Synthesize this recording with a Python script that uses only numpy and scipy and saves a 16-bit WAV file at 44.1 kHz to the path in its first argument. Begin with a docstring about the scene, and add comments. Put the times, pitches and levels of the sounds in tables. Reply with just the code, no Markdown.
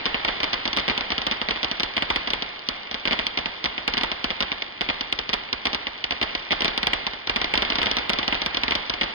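"""Sharp, irregular pops crackle over a hissing jet: a fountain firework on a street, some metres from a small camera.
Each star bursts as a short crack with a slower push of air, and comes again off the asphalt; small sparks snap between.
House fronts and trees return a long noise wash, kerbs and cars a short one. The two channels differ in timing
and colour; the narrow microphone path overloads on the loudest pops, and ragged treble follows."""
import sys
import numpy as np
from scipy import signal
from scipy.fft import rfft, irfft, next_fast_len
from scipy.io import wavfile

SR = 44100
rng = np.random.default_rng(int(sys.argv[2]) if len(sys.argv) > 2 else 0)


def to_wav(sig):
    """Store sig (one row per channel, or 1-D mono) as 16-bit WAV at the path in sys.argv[1].

    Samples outside -1..1 are clipped; the rate is SR.
    """
    pcm = np.clip(np.atleast_2d(sig), -1, 1) * 32767
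    pcm = np.round(pcm).astype(np.int16)
    wavfile.write(sys.argv[1], SR, pcm.T)  # frames by channels


N = 403059
HZ = np.fft.rfftfreq(next_fast_len(N), 1 / SR)

# Star bursts: (time [s], relative crack level [dB], lag of the bounce off the asphalt [ms])
STAR_BURSTS = [(0.0568, -6, 4.3), (0.0631, -7.5, 4.3), (0.1454, -5.5, 4.1), (0.2495, -5, 2.2),
               (0.2798, -12, 3.5), (0.2857, -5.5, 4.1), (0.404, -9.5, 2.9), (0.433, -5, 3.4),
               (0.443, -8, 4.3), (0.5324, -7.5, 2.6), (0.5401, -9.0, 3.3), (0.6557, -7.5, 3.7),
               (0.678, -8.5, 3.5), (0.7315, -9, 3.8), (0.7663, -9, 3.9), (0.7729, -4.5, 4.1),
               (0.787, -7, 4.3), (0.7982, -10, 4.8), (0.8813, -5, 5.7), (0.8992, -6, 4.3),
               (0.9074, -11.5, 6.3), (0.9789, -6, 4.4), (1.0098, -7.5, 4.1), (1.1052, -8.5, 4.3),
               (1.1201, -8, 3.1), (1.1812, -6.6, 5), (1.2186, -10.5, 4.8), (1.2681, -7, 3.3),
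               (1.3136, -6.5, 4.0), (1.3224, -7, 4), (1.4164, -6.0, 4.4), (1.4876, -7.3, 5.3),
               (1.5092, -6, 2.7), (1.5609, -12.5, 5.7), (1.6318, -5.8, 4.3), (1.6459, -7.5, 2.4),
               (1.7146, -7.0, 4.8), (1.7993, -6.5, 5.8), (1.8335, -5, 3.1), (1.9679, -5.5, 3.4),
               (1.9802, -6, 4.3), (2.0239, -4, 4), (2.1032, -5, 2.9), (2.1082, -11.5, 3.7),
               (2.1611, -4, 3.6), (2.2745, -10.5, 3.1), (2.3049, -8.5, 5.0), (2.3353, -6, 2.3),
               (2.4237, -8, 4.2), (2.6886, -5.5, 4.4), (2.914, -11.5, 4.1), (2.9445, -8.5, 4.6),
               (3.0552, -5, 3.4), (3.0757, -7, 5.8), (3.1108, -8, 4.9), (3.1235, -6.5, 3.9),
               (3.1312, -6.5, 4.2), (3.1918, -4.5, 4.9), (3.2683, -4, 4.1), (3.3749, -6.5, 2.8),
               (3.389, -10.5, 4), (3.4596, -6.5, 4.2), (3.643, -6.5, 6.1), (3.6584, -5, 3.5),
               (3.7806, -9, 3.6), (3.8793, -3, 3.5), (3.9386, -6, 3.9), (3.9713, -8.5, 5.2),
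               (3.9797, -5.5, 5.3), (4.012, -9, 3.3), (4.0354, -4.5, 3.4), (4.1173, -6.5, 4.6),
               (4.2436, -5.5, 3.7), (4.3055, -6.5, 5.4), (4.4063, -5, 4.9), (4.4258, -6.5, 5.1),
               (4.5192, -6.5, 7.3), (4.6226, -7.5, 2.8), (4.8106, -6.0, 5.8), (4.89, -6.5, 3.8),
               (4.9003, -7.1, 3.3), (5.0103, -7.5, 3.7), (5.1266, -4.5, 2.8), (5.1901, -8, 2.09),
               (5.2931, -8, 5.5), (5.3318, -8.5, 2.6), (5.3356, -4.5, 5.3), (5.5297, -6.5, 2.9),
               (5.6556, -5.0, 3.8), (5.6704, -5.5, 4.2), (5.732, -9.4, 4.8), (5.748, -5.5, 4.9),
               (5.8704, -7, 3.5), (6.0419, -5.5, 2.7), (6.1095, -5, 3.5), (6.122, -10, 3.0),
               (6.2152, -7.5, 3), (6.2279, -7.5, 4.0), (6.2319, -9, 3.1), (6.3518, -6.5, 3.2),
               (6.5088, -6, 5.1), (6.5197, -5.7, 3.2), (6.5257, -5, 5.5), (6.6076, -9.5, 2.5),
               (6.6212, -4.5, 3.9), (6.6468, -4, 4.7), (6.6558, -6, 2.9), (6.6813, -7, 4.3),
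               (6.778, -4.5, 3.9), (6.8315, -4.5, 4.5), (6.8705, -3.5, 2.1), (6.934, -3.5, 3.1),
               (7.0681, -5.5, 4.9), (7.1356, -16.5, 4.3), (7.2735, -11, 2.6), (7.2968, -6.5, 2.5),
               (7.3617, -4.5, 5.2), (7.4165, -6.5, 2.6), (7.4446, -6, 2.9), (7.5394, -4, 2.24),
               (7.5554, -6.0, 3.7), (7.5765, -5, 3.3), (7.6225, -4, 5.3), (7.651, -8.5, 2.9),
               (7.7027, -6, 4.3), (7.7224, -7, 2.8), (7.757, -7, 4), (7.7861, -6.5, 3.7),
               (7.8176, -6.7, 2.9), (7.8312, -5, 2.4), (7.8602, -7, 4.0), (7.8696, -6, 4.7),
               (7.9144, -8, 2.7), (7.9694, -5, 3.9), (7.9864, -9, 3.7), (8.096, -3.5, 5.5),
               (8.1346, -5.5, 4.5), (8.1882, -5.5, 3.9), (8.2307, -8, 3.5), (8.2801, -5.5, 4.3),
               (8.3264, -4.6, 3.8), (8.3464, -9.5, 6.1), (8.4188, -7.5, 3.6), (8.4627, -4, 4.6),
               (8.5466, -9, 3.0), (8.5714, -5.5, 3.6), (8.6355, -5, 3.1), (8.682, -6.5, 4.1),
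               (8.7099, -7, 2.9), (8.7214, -5.5, 3.3), (8.7535, -5.5, 3.4), (8.898, -8, 3),
               (8.939, -10.5, 2.3), (9.0128, -5.5, 2.1), (9.0181, -6, 4.3), (9.0342, -8, 5.7)]
# Bursts with a somewhat stronger low push: (time [s])
STRONG_PUSH_S = [0.2857, 0.7729, 4.8106, 6.2319, 6.5197, 7.2968, 7.3617, 7.5394, 8.2801]
# Bursts with a weaker low push: (time [s])
WEAK_PUSH_S = [0.7315, 3.2683, 4.6226, 5.1266, 6.0419]
# Bounce off the asphalt, weakest from middle heights: (lag [ms], level against the burst [dB])
ASPHALT_BOUNCE = [(2.5, -.5), (3.2, -1.5), (4.3, -7.5), (5.7, -1)]
# Spectrum shape of the sharp front of a burst: (frequency [Hz], relative level [dB])
CRACK_COLOUR = [(1500, -52), (1900, 9), (2600, 13.5), (3300, 12), (4200, 7.5), (5300, 1), (6800, 3.5),
                (9500, -50.5)]
# Spectrum shape of the street's wash and the jet: (frequency [Hz], relative level [dB])
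STREET_COLOUR = [(90, -8.5), (200, -3.5), (900, -1.5), (1550, -3), (2500, 1.5), (3500, -1.5), (4500, -8),
                 (5400, -18)]
# Swell of the whole wash, jet included: (time [s], gain [dB])
WASH_VIGOUR = [(0, 4), (1, 1.65), (2.7, 1.5), (5.3, -0.1), (7.2, 0.46), (7.8, 2.5), (9.14, 1)]
# Likeness of the two channels: (frequency [Hz], likeness [0 to 1])
CHANNEL_LIKENESS = [(90, 0.77), (200, 1), (550, 0.38), (950, 0.043), (1700, 0.043), (2300, 0.97),
                    (5500, 0.77)]
# Colour of the right channel: (frequency [Hz], level against the left [dB])
RIGHT_COLOUR = [(90, 1.5), (140, -12), (230, -3), (900, 4), (1500, 2.5), (2000, 1)]

# crack: gain, spread of brightness between stars, and phase [rad]: the swing after the front outweighs the one before
CRACK_DB, CRACK_TILT, CRACK_TURN = 2, 0.54, 1.05
# a star breaks in two: the second piece is this late [ms] and about this weak
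SPLIT_MS, SPLIT_DB = (0.3, 1.2), -7
BOUNCE_SCATTER_DB = 1.5
# low push of a burst: offset, and dB of push per dB of crack
PUSH_DB, PUSH_GROWTH = -0.5, 0.97
STRONG_PUSH_DB, WEAK_PUSH_DB = 2, -5.5  # added to the push
BODY_HZ, BODY_GAIN, BODY_SCATTER_DB = (148, 983), 7.27, 1  # slower push behind the front
BLOOM_HZ, BLOOM_GAIN = (200, 323), 2.83  # the deep part rings on a moment
SPARKS_PER_S, SPARK_DB, SPARK_SCATTER_DB = 150, -30, 3.0
HEFT = 1.16  # exponent: low sound of sparks falls faster than their crack
GRIT_DB, GRIT_T60_S = -41.5, 0.043  # the rough road scatters the crack
# low shove of air; it grows faster than the push (exponent)
THUMP_HZ, THUMP_DB, THUMP_GROWTH = (24.3, 83), -48, 1.3
# street echoes and jet: levels before colour and swell
STREET_DB, STREET_RISE_S, STREET_T60_S = -35, 0.013, 1
JET_DB = -41.5
# dull returns from kerbs, cars and bins close by
SCATTER_HZ, SCATTER_DB, SCATTER_T60_S = (109, 2440), -39, 0.035
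# unevenness of the noise puffs: random step [dB], and its cap in steps
RAGGED_DB, RAGGED_MOST = 5.0, 3.0
# treble reaches the right first [ms], with a phase turn [rad]
RIGHT_LEAD_MS, RIGHT_TURN = 0.6771, -1.414
# pops blurred into short puffs, right channel only
RIGHT_BLUR_HZ, RIGHT_BLUR_DB, RIGHT_BLUR_T60_S = (300, 3020), -35.5, 0.053
# microphone's upper edge, also the top of the echoes and sparks
STREET_TOP_HZ = MIC_HZ = 5770
MIC_LEAK_DB = -26.5  # what passes above the edge, ahead of the overload
CEILING, KNEE = 0.54, 14.0  # peak limit, and how abruptly it is met
SPRAY_DB, SPRAY_T60_S = -29, 0.03  # ragged trailing treble
TOP_HZ = 16300  # final low-pass


def bursts():
    """Click trains for each star, its second piece and its bounce, plus small sparks that snap at random."""
    s, db, lag_ms = np.transpose(STAR_BURSTS)
    bounce_luck, body_luck, tilt_luck, delay_luck, split_luck = rng.standard_normal((len(s), 5)).T

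    split_s = s + np.interp(delay_luck, (-2, 2), SPLIT_MS) / 1000
    split_db = np.minimum(SPLIT_DB * (1 + split_luck / 2), -1)
    bounce_s = s + lag_ms / 1000
    bounce_db = np.interp(lag_ms, *np.transpose(ASPHALT_BOUNCE)) + BOUNCE_SCATTER_DB * bounce_luck

    push_db = PUSH_DB + PUSH_GROWTH * db + BODY_SCATTER_DB * body_luck
    push_db = push_db + STRONG_PUSH_DB * among(s, STRONG_PUSH_S) + WEAK_PUSH_DB * among(s, WEAK_PUSH_S)

    spark_happens = rng.random(N) < SPARKS_PER_S / SR
    sparks = spark_happens * undb(SPARK_DB + SPARK_SCATTER_DB * rng.standard_normal(N))

    clicks, tilted, heavy = np.zeros((3, N))
    for when, loss_db in ((s, 0), (split_s, split_db), (bounce_s, bounce_db)):
        at = (when * SR).astype(int)
        strength = undb(db + loss_db)
        np.add.at(clicks, at, strength)
        np.add.at(tilted, at, strength * CRACK_TILT * tilt_luck)
        np.add.at(heavy, at, undb(push_db + loss_db))
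    return clicks, tilted, heavy, sparks


def among(s, times):
    """Which bursts are in, or within about 2 ms of, a list of times."""
    return np.isclose(np.c_[s], times, atol=0.0022).any(axis=1)


def pop(clicks, tilted, heavy):
    """A short swing around 3 kHz, brighter or duller from star to star, then a slower push of the other sign."""
    crack = undb(along(CRACK_COLOUR))
    crack = undb(CRACK_DB) * np.exp(1j * CRACK_TURN) * crack / crack.mean()
    front = shape(clicks, crack)
    tilt = shape(tilted, crack * np.log2((HZ + 1) / 3000))
    body = BODY_GAIN * band(heavy, BODY_HZ)
    bloom = BLOOM_GAIN * band(heavy, BLOOM_HZ)
    return body + bloom - front - tilt


def spark_snaps(sparks):
    """Small pops of random brightness, duller than the stars because their treble is cut."""
    snaps = pop(sparks, sparks * rng.standard_normal(N), sparks ** HEFT)
    return shape(snaps, HZ < STREET_TOP_HZ)


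def road_grit(clicks):
    """The rough road scatters each crack into a brief puff of noise of the same colour."""
    colour = undb(along(CRACK_COLOUR)) * (HZ < STREET_TOP_HZ)
    return level(shape(puffs(clicks, GRIT_T60_S, 0.0019), colour), GRIT_DB)


def thump(pushes):
    """A slow swing of air after each burst, deepest part last: three band-passes in a row delay it."""
    shove = pushes ** THUMP_GROWTH
    for _ in range(3):
        shove = band(shove, THUMP_HZ)
    return level(shove, THUMP_DB)


def wash(pushes):
    """Echoes from near clutter and far fronts over the jet's hiss, the fronts and jet in the colour of the street."""
    fronts = level(puffs(pushes, STREET_T60_S, STREET_RISE_S), STREET_DB)
    # countless small surfaces: their echoes differ from burst to burst
    clutter = level(band(puffs(pushes, SCATTER_T60_S, 0.011), SCATTER_HZ), SCATTER_DB)
    jet = level(rng.standard_normal(N), JET_DB)
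    colour = undb(along(STREET_COLOUR)) * (HZ < STREET_TOP_HZ)
    far = shape(fronts + jet, colour / np.sqrt(np.mean(colour ** 2)))
    near = shape(clutter, HZ < STREET_TOP_HZ)
    vigour = undb(np.interp(np.arange(N) / SR, *np.transpose(WASH_VIGOUR)))
    return vigour * (far + near)


def puffs(clicks, t60, rise):
    """Uneven noise that flares after each click and dies away: click power spread over an echo envelope."""
    power = shape(clicks ** 2, rfft(fading(t60, rise) ** 2, next_fast_len(N)))
    ragged = undb(RAGGED_DB * np.minimum(rng.exponential(size=N), RAGGED_MOST))
    return np.sqrt(np.abs(power)) * level(rng.standard_normal(N) * ragged, 0)


def fading(t60, rise):
    """Envelope of an echo field that builds up, then dies away."""
    t = np.arange(int(t60 * SR)) / SR
    return (1 - np.exp(-t / rise)) * undb(-60 * t / t60)


def right_channel(left, pushes):
    """The left turned in time and colour, mixed with an unlike share: other echoes and blurred pops."""
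    blur = level(band(puffs(pushes, RIGHT_BLUR_T60_S, 0.0067), RIGHT_BLUR_HZ), RIGHT_BLUR_DB)
    other = shape(blur, HZ < STREET_TOP_HZ) + wash(pushes)
    alike = np.clip(along(CHANNEL_LIKENESS), 0, 1)
    # treble leads on the right, bass lags
    treble = np.clip((HZ - 500) / 1000, 0, 1)
    lead = 2 * np.pi * HZ * RIGHT_LEAD_MS / 1000 + RIGHT_TURN
    turn = np.exp(1j * (treble * lead - (1 - treble) * HZ / 300))
    gain = undb(along(RIGHT_COLOUR))
    return shape(left, gain * alike * turn) + shape(other, gain * np.sqrt(1 - alike ** 2))


def undb(db):
    """Decibels to an amplitude factor."""
    return 10 ** (np.asarray(db) / 20)


def level(x, db):
    """Set the rms level."""
    return x * undb(db) / np.sqrt(np.mean(x ** 2))


def along(table):
    """A (frequency [Hz], value) table read at every frequency bin, on a log frequency axis."""
    hz, value = np.transpose(table)
    return np.interp(np.log(HZ + 1), np.log(hz), value)


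def band(x, hz):
    """Causal band-pass."""
    return signal.sosfilt(signal.butter(2, hz, "band", fs=SR, output="sos"), x)


def shape(x, gain):
    """Weight every frequency bin by a gain."""
    size = next_fast_len(N)
    return irfft(rfft(x, size) * gain, size)[..., :N]


def scene():
    """Bursts, sparks and road grit direct, with thump and wash behind; left and right channels."""
    clicks, tilted, heavy, sparks = bursts()
    direct = pop(clicks, tilted, heavy) + spark_snaps(sparks) + road_grit(clicks)
    pushes = heavy + sparks ** HEFT
    left = direct + wash(pushes) + thump(pushes)
    return np.array([left, right_channel(left, pushes)])


def record(dry):
    """A narrow microphone path; the loudest peaks near the ceiling and splash into the treble."""
    edge = 1 / (1 + (HZ / MIC_HZ) ** 48)
    narrow = shape(dry, np.maximum(edge, undb(MIC_LEAK_DB)))
    held = narrow / (1 + np.abs(narrow / CEILING) ** KNEE) ** (1 / KNEE)
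    soft = shape(held, np.minimum(MIC_HZ / (HZ + 1), 1))
    # whatever lies above the edge, overload products included, trails off as ragged noise
    splash = shape(held, HZ > MIC_HZ)
    spray = np.array([puffs(x, SPRAY_T60_S, 0.00065) for x in splash])
    spray = shape(spray, (HZ > MIC_HZ) * (MIC_HZ / (HZ + 1)) ** 2)
    low_pass = signal.ellip(8, 0.2, 70, TOP_HZ, fs=SR, output="sos")
    return signal.sosfilt(low_pass, soft + undb(SPRAY_DB) * spray)


dry = scene()
out = record(dry)
to_wav(out)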